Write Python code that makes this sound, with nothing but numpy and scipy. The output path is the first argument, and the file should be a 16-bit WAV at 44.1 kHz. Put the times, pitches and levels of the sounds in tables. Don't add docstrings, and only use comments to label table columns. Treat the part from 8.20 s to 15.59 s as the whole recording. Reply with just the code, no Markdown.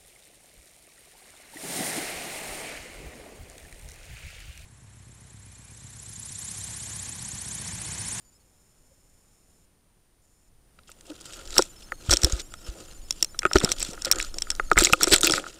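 import sys
import numpy as np
from scipy import signal
from scipy.fft import rfft, irfft, next_fast_len
from scipy.io import wavfile
from scipy.ndimage import uniform_filter1d, map_coordinates

SR = 44100
rng = np.random.default_rng(int(sys.argv[2]) if len(sys.argv) > 2 else 0)


def rack_gain(trim_db):
    fader = np.asarray(trim_db, float)
    return 10 ** (fader / 20)


def generate_wav(signal):
    frames = np.transpose(np.atleast_2d(signal))
    scaled = np.clip(frames, -1, 1) * 32767
    pcm = np.round(scaled).astype(np.int16)
    wavfile.write(sys.argv[1], SR, pcm)


N = 325899


def unit(x):
    return x / np.sqrt(np.mean(x ** 2) + 1e-20)


def curves(rows):
    s, *cols = np.transpose(rows)
    return [np.interp(np.arange(N) / SR, s, c) for c in cols]


def wobble(rate_hz):
    knots = rng.standard_normal(int(N * rate_hz / SR) + 4)
    return map_coordinates(knots, [np.arange(N) * rate_hz / SR])


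def filtered(x, response):
    m = next_fast_len(len(x) + 4096)
    return irfft(rfft(x, m) * response(np.fft.rfftfreq(m, 1 / SR)), m)[:len(x)]


def colour(points):
    f, db = np.transpose(points)
    return lambda hz: rack_gain(np.interp(np.log(hz + 1), np.log(f + 1), db))


def body(modes):
    def response(f):
        total = 0
        for k, (centre, width, db) in enumerate(modes):
            damping = 1j * f * width
            total = total + (-1) ** k * rack_gain(db) * damping / (centre * centre - f * f + damping)
        return total
    return response


def burst(rise_s, t60_s, response, push=0):
    t = np.arange(SR // 16) / SR
    envelope = (1 - np.exp(-t / rise_s)) * rack_gain(-60 * t / t60_s)
    puff = filtered((push + rng.standard_normal(len(t))) * envelope, response)
    return puff / np.abs(puff).max()


# (frequency [Hz], level [dB])
GRIT_COLOUR = [(1060, -13.5), (1800, -6.5), (2620, -1), (3000, -7.5), (3850, 3), (4260, 1.5), (5130, -0.5),
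               (5580, 1.5), (6290, -5.5), (7790, 3.5), (10100, -14), (14800, -23), (16500, -51)]
# (frequency [Hz], level [dB])
SNAP_COLOUR = [(300, -10), (4000, -9.5), (8200, 7), (14000, -41)]
# (frequency [Hz], level [dB])
BLUNT_COLOUR = [(350, -10), (700, 3), (2300, 4), (4000, -15), (12000, -39)]
# (centre [Hz], width [Hz], level [dB])
LID_MODES = [(5890, 160, -3), (7800, 620, 5), (3340, 260, 5), (8560, 300, -31)]
# (centre [Hz], width [Hz], level [dB])
WALL_MODES = [(1262, 71, 7.5), (1411, 108, 8.5), (1946, 550, -5.5), (645, 230, -10)]
# (centre [Hz], width [Hz], level [dB])
CASE_MODES = [(297.7, 21, -1), (354, 82, 5), (528, 52.5, 3), (714, 330, -6.5), (202, 470, -9)]


def contacts():
    out, t = np.zeros(N + SR), np.arange(SR // 16) / SR
    grip = np.exp(-(t / 0.0053) ** 3)
    for s, click_db, hz, knock_db, thud_db in touches():
        wander = np.cumsum(rng.normal(0, .1, len(t)))
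        ring_t60_s = 0.021 * np.clip(hz / 5400, .55, 1)
        ring = np.sin(2 * np.pi * hz * t + wander) * rack_gain(-60 * t / ring_t60_s) * (1 - np.exp(-t / 0.0002))
        hard = np.clip(hz / 2100 - .8, .05, 1)
        firm = np.clip((click_db + 32) / 12, .1, 1)
        crack = .5 * burst(0.000086, 0.013, colour(GRIT_COLOUR))
        crack += 0.53 * burst(0.001, 0.0028, colour(SNAP_COLOUR))
        click = grip * (0.66 * firm * ring + hard * crack)
        click += 0.24 * hard * burst(0.0016, 0.0097, body(LID_MODES))
        knock = burst(0.000084, 0.0012, body(WALL_MODES), push=1.44)
        knock += 0.41 * burst(0.00027, 0.011, colour(BLUNT_COLOUR))
        thud = burst(0.0027, 0.016, body(CASE_MODES))
        hit = rack_gain(click_db - 1.5) * click + rack_gain(knock_db - 4.5) * knock + rack_gain(thud_db - 2.0) * thud
        out[round(s * SR):][:len(t)] += hit
    return out[:N]


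# (time [s], level [dB])
LID_TAPS = [(2.7165, -29), (3.1399, -26), (3.422, -7.5), (3.9362, 0), (3.9699, -6.5), (4.017, -24),
            (4.1971, -22.5), (5.1907, -7), (5.333, -7), (5.4463, -3.5), (5.604, -17), (5.7327, -24),
            (5.8203, -16), (5.8484, -9), (6.012, -17.5), (6.142, -21.5), (6.1843, -13.5), (6.221, -7.5),
            (6.531, -20), (6.6553, -4.5), (6.726, -6)]
# (time [s], level [dB], flight [s], rebound over tap [dB])
LID_REBOUNDS = [(3.3809, 7.5, 0.0092, -19.5), (3.912, -1, 0.017, -3), (4.034, -5.5, .0118, 6.5),
                (4.9076, -6, 0.017, -18), (5.0265, 0.5, 0.019, -12.5), (5.3841, -10, 0.013, -11),
                (5.914, 3.5, .0093, -7), (6.303, -5, 0.012, -13), (6.832, 2.5, 0.0082, -5.5),
                (7.1091, -7.5, 0.0122, 3.5)]
# (time [s], level [dB], ring [Hz])
SHELL_CHIPS = [(2.8089, -30.5, 6700), (3.0107, -27.5, 9250), (3.0562, -27, 6160), (3.3054, -23, 7000),
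               (3.961, -16, 3230), (4.098, -22, 3700), (4.123, -14, 6700), (5.438, -15, 7300),
               (5.4914, -15.5, 3500), (5.5175, -4, 5680), (5.597, -22, 7500), (5.6273, -8.5, 7540),
               (5.9585, -19, 7340), (5.9855, -16.5, 7100), (6.001, -23, 7800), (6.0258, -14.5, 7020),
               (6.5871, 0.5, 7400), (6.611, -5.5, 7700), (6.622, -6, 7460), (6.637, -6.5, 4770),
               (6.647, 1, 6820), (6.67, -2.5, 2230), (6.809, -16.5, 6740), (6.871, -17, 7100),
               (6.9232, -8, 9180), (6.9613, -2.5, 7800), (6.982, -10.5, 7140), (7.0088, -11, 8250),
               (7.0452, -3.5, 7270)]
# (time [s], knock [dB], click [dB], click ring [Hz])
WALL_KNOCKS = [(2.588, -41, -50, 3170), (2.692, -37, -42, 3100), (3.366, -17.5, -17, 3040),
               (3.7206, -18.5, -12, 1800), (3.8953, -17.5, -13, 3180), (4.339, -29.5, -23.5, 3340),
               (5.1452, -31.5, -52, 1720), (5.2202, -34, -20.5, 2170), (5.2314, -20.5, -19, 2600),
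               (5.2523, -2, -9.5, 2420), (5.2634, -24, -18, 2700), (5.3569, -3, -10, 4240),
               (5.4026, -42, -14.5, 3600), (5.475, -21.5, -36, 1750), (5.7768, -29, -36, 2240),
               (5.868, -26, -23.5, 3130), (5.9324, -22, -23, 3220), (6.3972, -9, -14, 1900),
               (6.5148, 1.8, -17, 4240), (6.5586, -22, -22, 1740), (6.577, -7, 6, 1940),
               (6.7335, 2.5, 9.5, 2570), (6.94, -27, 0, 7800), (7.0325, -13, -1.5, 3600),
               (7.071, -16.5, 0.8, 2640), (7.097, -15, -5.5, 3400), (7.136, -12, -10, 4750)]
# (time [s], knock [dB], thud [dB])
BLUNT_BUMPS = [(3.381, -27, -19.5), (3.391, -17.5, -15.5), (3.91, -35, -49), (3.9331, -29, -14.5),
               (4.0349, -32, -22), (4.045, -51, -20.5), (5.313, -17, -50), (5.357, -40, -6),
               (5.4356, -33, -16.5), (5.902, -27, -34), (5.858, -26.5, -45), (6.14, -38, -38),
               (6.27, -29.5, -63), (6.57, -10, -29), (6.607, -13, -30), (6.6237, -41, -32),
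               (6.669, -29, -24), (6.697, -19.5, -21.5), (6.725, -52, -47), (6.81, -12, -45),
               (6.84, -21.5, -22), (6.8712, -16, -19), (6.9237, -34, -15), (7.0444, -29, -33),
               (7.179, -11.5, -55), (7.24, -25.5, -42), (7.265, -22.5, -53)]
LID_HZ, LID_SPREAD_HZ = 5520, 54
TAP_KNOCK_DB, TAP_THUD_DB = -64, -38.5
CHIP_KNOCK_DB, CHIP_THUD_DB = -27, -35
KNOCK_THUD_DB = -16
SILENT_DB = -120


def touches():
    taps = list(LID_TAPS)
    for s, db, flight_s, rebound_db in LID_REBOUNDS:
        taps += [(s, db), (s + flight_s, db + rebound_db)]
    pitch = LID_HZ + LID_SPREAD_HZ * rng.standard_normal(len(taps))
    return ([(s, db, hz, db + TAP_KNOCK_DB, db + TAP_THUD_DB) for (s, db), hz in zip(taps, pitch)]
            + [(s, db, hz, db + CHIP_KNOCK_DB, db + CHIP_THUD_DB) for s, db, hz in SHELL_CHIPS]
            + [(s, click, hz, knock, knock + KNOCK_THUD_DB) for s, knock, click, hz in WALL_KNOCKS]
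            + [(s, SILENT_DB, LID_HZ, knock, thud) for s, knock, thud in BLUNT_BUMPS])


# (time [s], peak [dB], centre [Hz])
GRAIN_TICKS = [(2.59, -40.5, 3170), (2.6341, -47, 3800), (2.6722, -51, 4570), (2.7008, -45, 4700),
               (2.8673, -37, 6200), (2.9026, -43, 5200), (2.941, -41, 4700), (2.963, -36, 3800),
               (3.002, -38, 4100), (3.016, -34, 5600), (3.1251, -31, 6100), (3.1681, -35, 6800),
               (3.1911, -35, 4100), (3.2545, -31, 5330), (3.275, -27, 4400), (3.3567, -19, 6400),
               (3.4113, -34, 4400), (3.4393, -31, 6400), (3.862, -38, 5400), (3.918, -7, 4770),
               (4.018, -17, 5000), (4.1656, -31, 5200), (4.217, -27, 6460), (5.3196, -32, 6800),
               (5.3624, -14, 3700), (5.368, -6.5, 2850), (5.375, -18, 5100), (5.4131, -16, 1700),
               (5.419, -23, 2300), (5.4645, -25, 2600), (5.4883, -31, 4500), (5.5228, -6.5, 5850),
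               (5.5844, -23, 5000), (5.711, -24, 6300), (5.7507, -32, 6700), (5.854, -14, 6600),
               (5.856, -14.5, 5000), (5.8863, -34, 4600), (5.996, -17.5, 7000), (6.047, -20.5, 5060),
               (6.0952, -38, 3770), (6.2074, -29, 5700), (6.2695, -40, 4990), (6.3509, -23.5, 4770),
               (6.362, -32, 6070), (6.5004, -28, 5100), (6.5963, -8, 4800), (6.6073, -17, 6400),
               (6.698, -22, 5700), (6.632, -9.5, 3300), (6.8176, -30, 6400), (6.8842, -15, 6500),
               (6.9041, -15, 6200), (6.919, -8, 3600), (7.0133, -11, 7150), (7.038, -9, 6000),
               (7.0654, -18, 3700), (7.0758, -3, 2980), (7.0904, -20, 5600), (7.189, -26, 6000),
               (4.902, -37.5, 3500), (5.5, -19, 5300), (6.925, -10, 2500), (6.934, -6, 2200),
             (6.943, -1, 2740), (6.842, -17, 2760), (6.648, -5, 3400), (4.427, -40, 6500),
             (4.603, -31, 5500), (2.7, -39, 13000), (4.5, -31, 5100), (6, -9, 2100), (7.137, -10, 2100),
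             (7.7, -13, 4500), (3.721, -55, 2700), (4.712, -33.5, 4100), (3.908, -5, 5100),
             (3.391, -9, 860)]
# (time [s], peak [dB])
GLASSY_SPARKS = [(3.3662, -25), (3.3808, -5), (3.9074, -30), (4.0337, -21), (4.0446, -17), (4.9072, -36),
                 (5.0259, -11.5), (5.0456, -24), (5.19, -26), (5.3322, -34), (5.3557, -29), (5.4455, -19),
                 (5.518, -20), (5.5981, -20), (5.8475, -45), (5.9146, 0.5), (5.9857, -30), (6.302, -41),
                 (6.515, -32), (6.5764, -19), (6.5864, -11), (6.6068, -20), (6.6367, -7), (6.733, -28),
                 (6.732, -6), (6.832, -2.5), (6.9226, -13), (6.9383, -2.5), (7.0079, -24), (7.0316, -21),
                 (7.0453, -19), (7.0695, -6)]
# (time [s], peak [dB], pitch [Hz])
CASE_BOOMS = [(5.252, -20, 376), (5.356, -1.5, 376), (5.421, -28, 290), (5.868, -23, 540),
              (6.397, -33, 403), (6.514, -28, 547), (6.57, -16, 327), (6.62, -9, 340), (6.733, -32, 353),
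              (6.874, -14.5, 358), (6.92, -11, 387), (7.039, -13.5, 333), (7.075, -22, 334),
              (7.1, -18, 318), (7.138, -19, 533)]
SPARK_HZ, TICK_WIDTH, BOOM_T60_S = 12100, 1.02, 0.045


def grains():
    out, t = np.zeros(N + SR), np.arange(SR // 16) / SR
    for s, db, hz in GRAIN_TICKS:
        band = body([(hz, TICK_WIDTH * hz, 0)])
        out[round(s * SR):][:len(t)] += rack_gain(db - 3.0) * burst(0.00031, 0.0086, lambda f: band(f) ** 3)
    for s, db in GLASSY_SPARKS:
        out[round(s * SR):][:len(t)] += rack_gain(db - 2.5) * burst(.0002, 0.0033, body([(SPARK_HZ, 5000, 0)]))
    for s, db, hz in CASE_BOOMS:
        envelope = rack_gain(db - 1 - 60 * t / BOOM_T60_S) * (1 - np.exp(-t / 0.00077))
        out[round(s * SR):][:len(t)] += envelope * np.sin(2 * np.pi * hz * t)
    return out[:N]


# (frequency [Hz], level [dB])
SILT_COLOUR = [(1060, -26), (2150, -16), (2650, 2), (3250, 3), (4140, -1.5), (5340, 0.5), (6470, -2.5),
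               (7030, 3.5), (14600, -22), (16000, -24)]
# (time [s], peak [dB], pitch [Hz], length [s])
SQUEAKS = [
    (.705, -59, 545, .03),
    (2.885, -34.5, 305, .055),
    (6.896, -26, 7750, .028),
]


def drag():
    on = np.arange(N) / SR > RUBBING[0][0]
    grit_db, wall_db, case_db = pressure()
    hard = np.clip((grit_db + 53.5) / 14, 0, 1)
    smooth = slips(per_s=9000, spread_db=1.7, clump_db=3.4, patch_db=5) * rack_gain(2.2 * wobble(30))
    fine = slips(per_s=5000, spread_db=2.5, clump_db=2.6, patch_db=6)
    coarse = slips(per_s=2100, spread_db=4.0, clump_db=2.0, patch_db=-4)
    grind = unit(filtered(fine, colour(GRIT_COLOUR)))
    grind += 0.27 * unit(filtered(fine + coarse, body(LID_MODES)))
    rub = unit(filtered(smooth, colour(SILT_COLOUR)))
    grit = np.sqrt(hard) * grind + np.sqrt(1 - hard) * rub
    shove = np.sqrt(hard) * coarse + 2.8 * smooth
    wall = unit(filtered(shove, body(WALL_MODES)))
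    case = unit(filtered(shove + 2 * rng.standard_normal(N), body(CASE_MODES)))
    out = on * (rack_gain(grit_db + 2.0) * grit + rack_gain(wall_db + 0.5) * wall + rack_gain(case_db + 0.5) * case)
    for s, db, hz, length_s in SQUEAKS:
        t = np.arange(round(length_s * SR)) / SR
        out[round(s * SR):][:len(t)] += rack_gain(db) * np.hanning(len(t)) * np.sin(2 * np.pi * hz * t)
    return out


def slips(per_s, spread_db, clump_db, patch_db):
    sizes = np.minimum(rng.exponential(size=N), 3)
    kicks = (rng.random(N) < per_s / SR) * rng.standard_normal(N) * rack_gain(spread_db * sizes)
    z = signal.stft(kicks * rack_gain(clump_db * wobble(200)), nperseg=128)[2]
    field = uniform_filter1d(rng.standard_normal(z.shape), size=3, axis=0)
    field = uniform_filter1d(field, size=6, axis=1)
    patches = rack_gain(patch_db * np.tanh(unit(field)))
    return unit(signal.istft(z * patches, nperseg=128)[1][:N])


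# (time [s], level [dB])
RUBBING = [(2.494, -93), (2.844, -63), (2.95, -56), (3.298, -51.5), (3.482, -60.5), (3.766, -67),
           (3.881, -46), (4.2, -46), (4.27, -66.5), (4.48, -51), (4.7, -55), (4.85, -73), (5.12, -76),
           (5.3, -56.5), (5.84, -55.5), (6.55, -65), (7.229, -50.5), (7.388, -56.5)]
# (time of most pressure [s], level [dB], rise [s], fall [s])
GRIT_STROKES = [(2.676, -55.5, 0.0055, 0.13), (2.905, -50.5, 0.11, 0.071), (3.008, -50.5, .02, .06),
                (3.06, -45.5, 0.035, .08), (3.135, -45, 0.054, 0.092), (3.382, -32, 0.12, 0.11),
                (3.921, -21, 0.036, 0.054), (4.044, -30.5, 0.072, 0.032), (5.045, -52.5, 0.52, 0.045),
                (5.366, -27, 0.025, 0.01), (5.438, -35, 0.063, 0.083), (5.513, -36, 0.076, 0.061),
                (5.621, -36.5, 0.097, 0.24), (5.855, -41, 0.007, 0.11), (6.006, -41, 0.058, 0.17),
                (6.171, -49.5, 0.04, 0.34), (6.579, -24, 0.018, 0.21), (6.649, -28, 0.052, 0.13),
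                (6.82, -29.5, 0.039, 0.088), (6.937, -14.5, 0.055, 0.052), (6.88, -28.5, 0.034, 0.15),
                (7.046, -25, 0.031, 0.094), (7.173, -30, 0.17, 0.052), (6.805, -42, .1, .02),
                (4.199, -36.5, .03, 0.046), (3.56, -57, .05, .05), (3.625, -55, .08, .08),
                (3.69, -58.5, .04, .06)]
# (time of most pressure [s], wall level [dB], rise and fall [s], case over wall [dB])
FLAT_SHOVES = [(2.911, -53.5, 0.081, 9), (3.687, -54, 0.086, -1), (4.06, -48.5, 0.11, 9.5),
               (4.575, -55, 0.24, 9), (5.039, -58, 0.077, 3), (5.029, -42.5, 0.0069, 8),
               (3.395, -34, 0.018, 12), (5.732, -45.5, 0.054, 6.5), (3.2, -52.5, 0.32, 2),
               (5.262, -35.5, 0.061, -11), (5.339, -43, 0.038, 3.5), (5.366, -18, 0.0096, 0.5),
               (5.437, -36.5, 0.16, 3.5), (5.511, -45.5, 0.057, 6.5), (5.873, -37, 0.06, -0.5),
               (5.98, -42, 0.2, -3.5), (6.171, -58, 0.032, 20), (6.311, -55.5, 0.45, 0.5),
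               (6.517, -42.5, 0.052, -5), (6.585, -23, 0.021, 1), (6.7, -54.5, 0.23, 12),
               (6.825, -43, 0.087, 8), (6.93, -34, 0.11, 5.5), (7.052, -25, 0.03, -2),
               (7.095, -49, 0.24, 19), (7.174, -35, 0.048, -1.5)]
RUB_WALL_DB, RUB_CASE_DB = -5, -1
STROKE_WALL_DB, STROKE_CASE_DB = -11, -9
STROKE_FALL_DB = 28


def pressure():
    t = np.arange(0, N / SR + 1, 1 / 1000)

    def peak(s, db, rise_s, fall_s):
        return db - STROKE_FALL_DB * np.maximum((s - t) / rise_s, (t - s) / fall_s)

    rub = np.interp(t, *np.transpose(RUBBING))
    stroke = np.max([peak(*row) for row in GRIT_STROKES], axis=0)
    wall = np.max([peak(s, db, span, span) for s, db, span, _ in FLAT_SHOVES], axis=0)
    case = np.max([peak(s, db + over, span, span) for s, db, span, over in FLAT_SHOVES], axis=0)
    grit_db = np.maximum(rub, stroke)
    wall_db = np.max([rub + RUB_WALL_DB, stroke + STROKE_WALL_DB, wall], axis=0)
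    case_db = np.max([rub + RUB_CASE_DB, stroke + STROKE_CASE_DB, case], axis=0)
    return curves(np.transpose([t, grit_db, wall_db, case_db]))


# (time [s], level [dB])
SURGE_LEVEL = [
    (0.0, -82),
    (0.93, -79),
    (1.85, -77.5),
    (4.09, -49),
    (4.2, -53),
    (6.91, -42.5),
    (7.39, -61),
]
# (frequency [Hz], level [dB])
SWELL_COLOUR = [(8.8, -23), (15, 11), (29, 0), (81, -14), (168, -39), (233, -30), (250, -23), (320, -25),
                (550, -120)]
# (time [s], peak [dB], bounce [Hz])
LURCHES = [(3.888, -19, 82.5), (3.914, -21, 45.3), (3.934, -27, 45.7), (4.04, -14.5, 59.6),
           (4.131, -19, 50.6), (4.487, -28.5, 47.3), (5.354, -15.5, 57.3), (5.44, -14.5, 200),
           (5.69, -32, 200), (6.566, -20.5, 39.3), (6.599, -23, 40.6), (6.728, -22, 119), (6.919, -25, 51),
           (7.135, -29, 153)]


def surge():
    lumps = rack_gain(4.1 * wobble(4.815)) * filtered(rng.standard_normal(N), colour(SWELL_COLOUR))
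    out = np.pad(rack_gain(curves(SURGE_LEVEL)[0] + 8.0) * unit(lumps), (0, SR))
    t = np.arange(SR // 5) / SR
    for s, db, hz in LURCHES:
        envelope = rack_gain(db + 8.0 - 14.3 * hz * t) * (1 - np.exp(-t * hz * 9))
        out[round(s * SR):][:len(t)] += envelope * np.sin(2 * np.pi * hz * t)
    return out[:N]


# (time [s], gain [dB])
AUTO_GAIN = [
    (1.4, 0),
    (1.6, -2),
    (2.3, -2),
    (2.8, 5),
    (3.1, 8),
    (4.3, 9),
    (6.5, 11),
    (6.7, 5),
    (7.39, 6),
]
# (frequency [Hz], level [dB])
HISS_COLOUR = [(12, -3), (20, 1.5), (102, -7.5), (1020, -24), (1320, -26), (4050, -30.5), (8890, -30),
               (9670, -35), (10500, -31.5), (15200, -36), (16500, -43)]
# (frequency [Hz], level [dB], phase [turns])
WHINE_TONES = [(9410.9, -86, 0), (9483.1, -78, .5), (9555.3, -78, .5), (9627.5, -86, 0)]
# (start [s], end [s], level [dB])
IDLE_TICKING = [
    (0, 0.242, -71.5),
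    (0.25, 1.455, -69),
    (2.014, 2.293, -69.5),
    (3.054, 6.6, -76),
]
# (centre [Hz], width [Hz], level [dB])
COIL_MODES = [(5320, 100, 4), (7100, 320, 6), (6460, 1100, -10), (7800, 250, -11), (9000, 540, -3.5),
              (11300, 1300, -7.5)]
# (frequency [Hz], level [dB])
BUZZ_COLOUR = [(3900, -77), (4300, -70), (4750, -77), (5270, -62), (5800, -76), (6300, -70), (7080, -64),
               (7700, -69), (7950, -84), (8500, -78), (10500, -82), (12000, -80), (14500, -85),
               (16500, -95)]
# (time [s], first rate [Hz], second rate [Hz])
PAIRED_WRITES = [(.05, 2330, 2328), (.123, 2360, 2576), (3.074, 2522, 2258), (3.142, 2322, 2142),
                 (3.278, 2370, 2294), (4.888, 2354, 2002), (5.93, 2162, 2294), (3.426, 2484, 2046),
                 (3.496, 2374, 1982), (3.564, 2646, 2082), (3.634, 2644, 2108), (3.708, 2322, 2144),
                 (3.778, 2160, 2084), (4.227, 2330, 1878), (4.307, 2402, 1910), (4.372, 2648, 1910),
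                 (4.444, 2644, 2266), (4.603, 2326, 2050), (4.678, 2358, 2108), (4.749, 2356, 2082),
                 (4.82, 2296, 2610), (4.964, 2438, 2026), (5.061, 2086, 2652), (5.111, 2342, 1982),
                 (5.265, 2436, 2612), (5.543, 2358, 2356), (6.064, 2358, 2108), (6.247, 2360, 2358),
                 (6.367, 1982, 2174), (6.438, 2356, 2160)]
# (time [s], rate [Hz])
LONE_WRITES = [(.009, 2358), (.202, 2202), (4.07, 2198), (4.175, 2122), (4.52, 1982), (4.568, 2370),
               (5.196, 2050), (5.644, 2026), (5.688, 2358), (5.72, 2074), (5.764, 2002), (5.796, 2538),
               (6.03, 2326), (6.152, 2298), (6.2, 2002), (6.314, 2614), (6.534, 2242)]
WRITE_GAP_S = .028


def circuits():
    t = np.arange(N) / SR
    hiss = rack_gain(-62.5) * unit(filtered(rng.standard_normal(N), colour(HISS_COLOUR)))
    tones = sum(rack_gain(db + 3) * np.sin(2 * np.pi * (hz * t + turns + .25)) for hz, db, turns in WHINE_TONES)
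    count = np.floor(np.cumsum(290 * rack_gain(4.1 * wobble(130))) / SR)
    ticks = np.diff(count, prepend=0) * rack_gain(rng.normal(0, 0.31, N))
    idle_level = sum(rack_gain(db) * (t > start) * (t < end) for start, end, db in IDLE_TICKING)
    idle = unit(filtered(ticks, body(COIL_MODES))) * idle_level

    writes = list(LONE_WRITES)
    for s, first_hz, second_hz in PAIRED_WRITES:
        writes += [(s, first_hz), (s + WRITE_GAP_S, second_hz)]
    trains, u = np.zeros(N), np.arange(round(.026 * SR)) / SR
    fade = np.clip(np.minimum(u, u[::-1]) / .0015, 0, 1)
    for s, hz in writes:
        overtones = hz * np.arange(2, 8)[:, None]
        level = np.sqrt(2) * colour(BUZZ_COLOUR)(overtones) * rack_gain(rng.normal(0, 2, overtones.shape))
        buzz = np.sum(level * np.sin(2 * np.pi * overtones * u), axis=0)
        trains[round((s - .003) * SR):][:len(u)] += fade * buzz
    return rack_gain(curves(AUTO_GAIN)[0]) * (hiss + tones + idle + trains)


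def scene():
    return (contacts() + grains() + drag() + surge() + circuits())[None]


def roll_off(x):
    return signal.sosfilt(signal.butter(12, 16970, fs=SR, output="sos"), x)


def record(dry):
    flat = dry / (1 + np.abs(dry / .7) ** 6) ** (1 / 6)
    soft = filtered(flat[0], colour([(15500, 0), (15900, -16), (16800, -20), (17000, -50)]))
    return roll_off(soft[None])


dry = scene()
out = record(dry)
generate_wav(out)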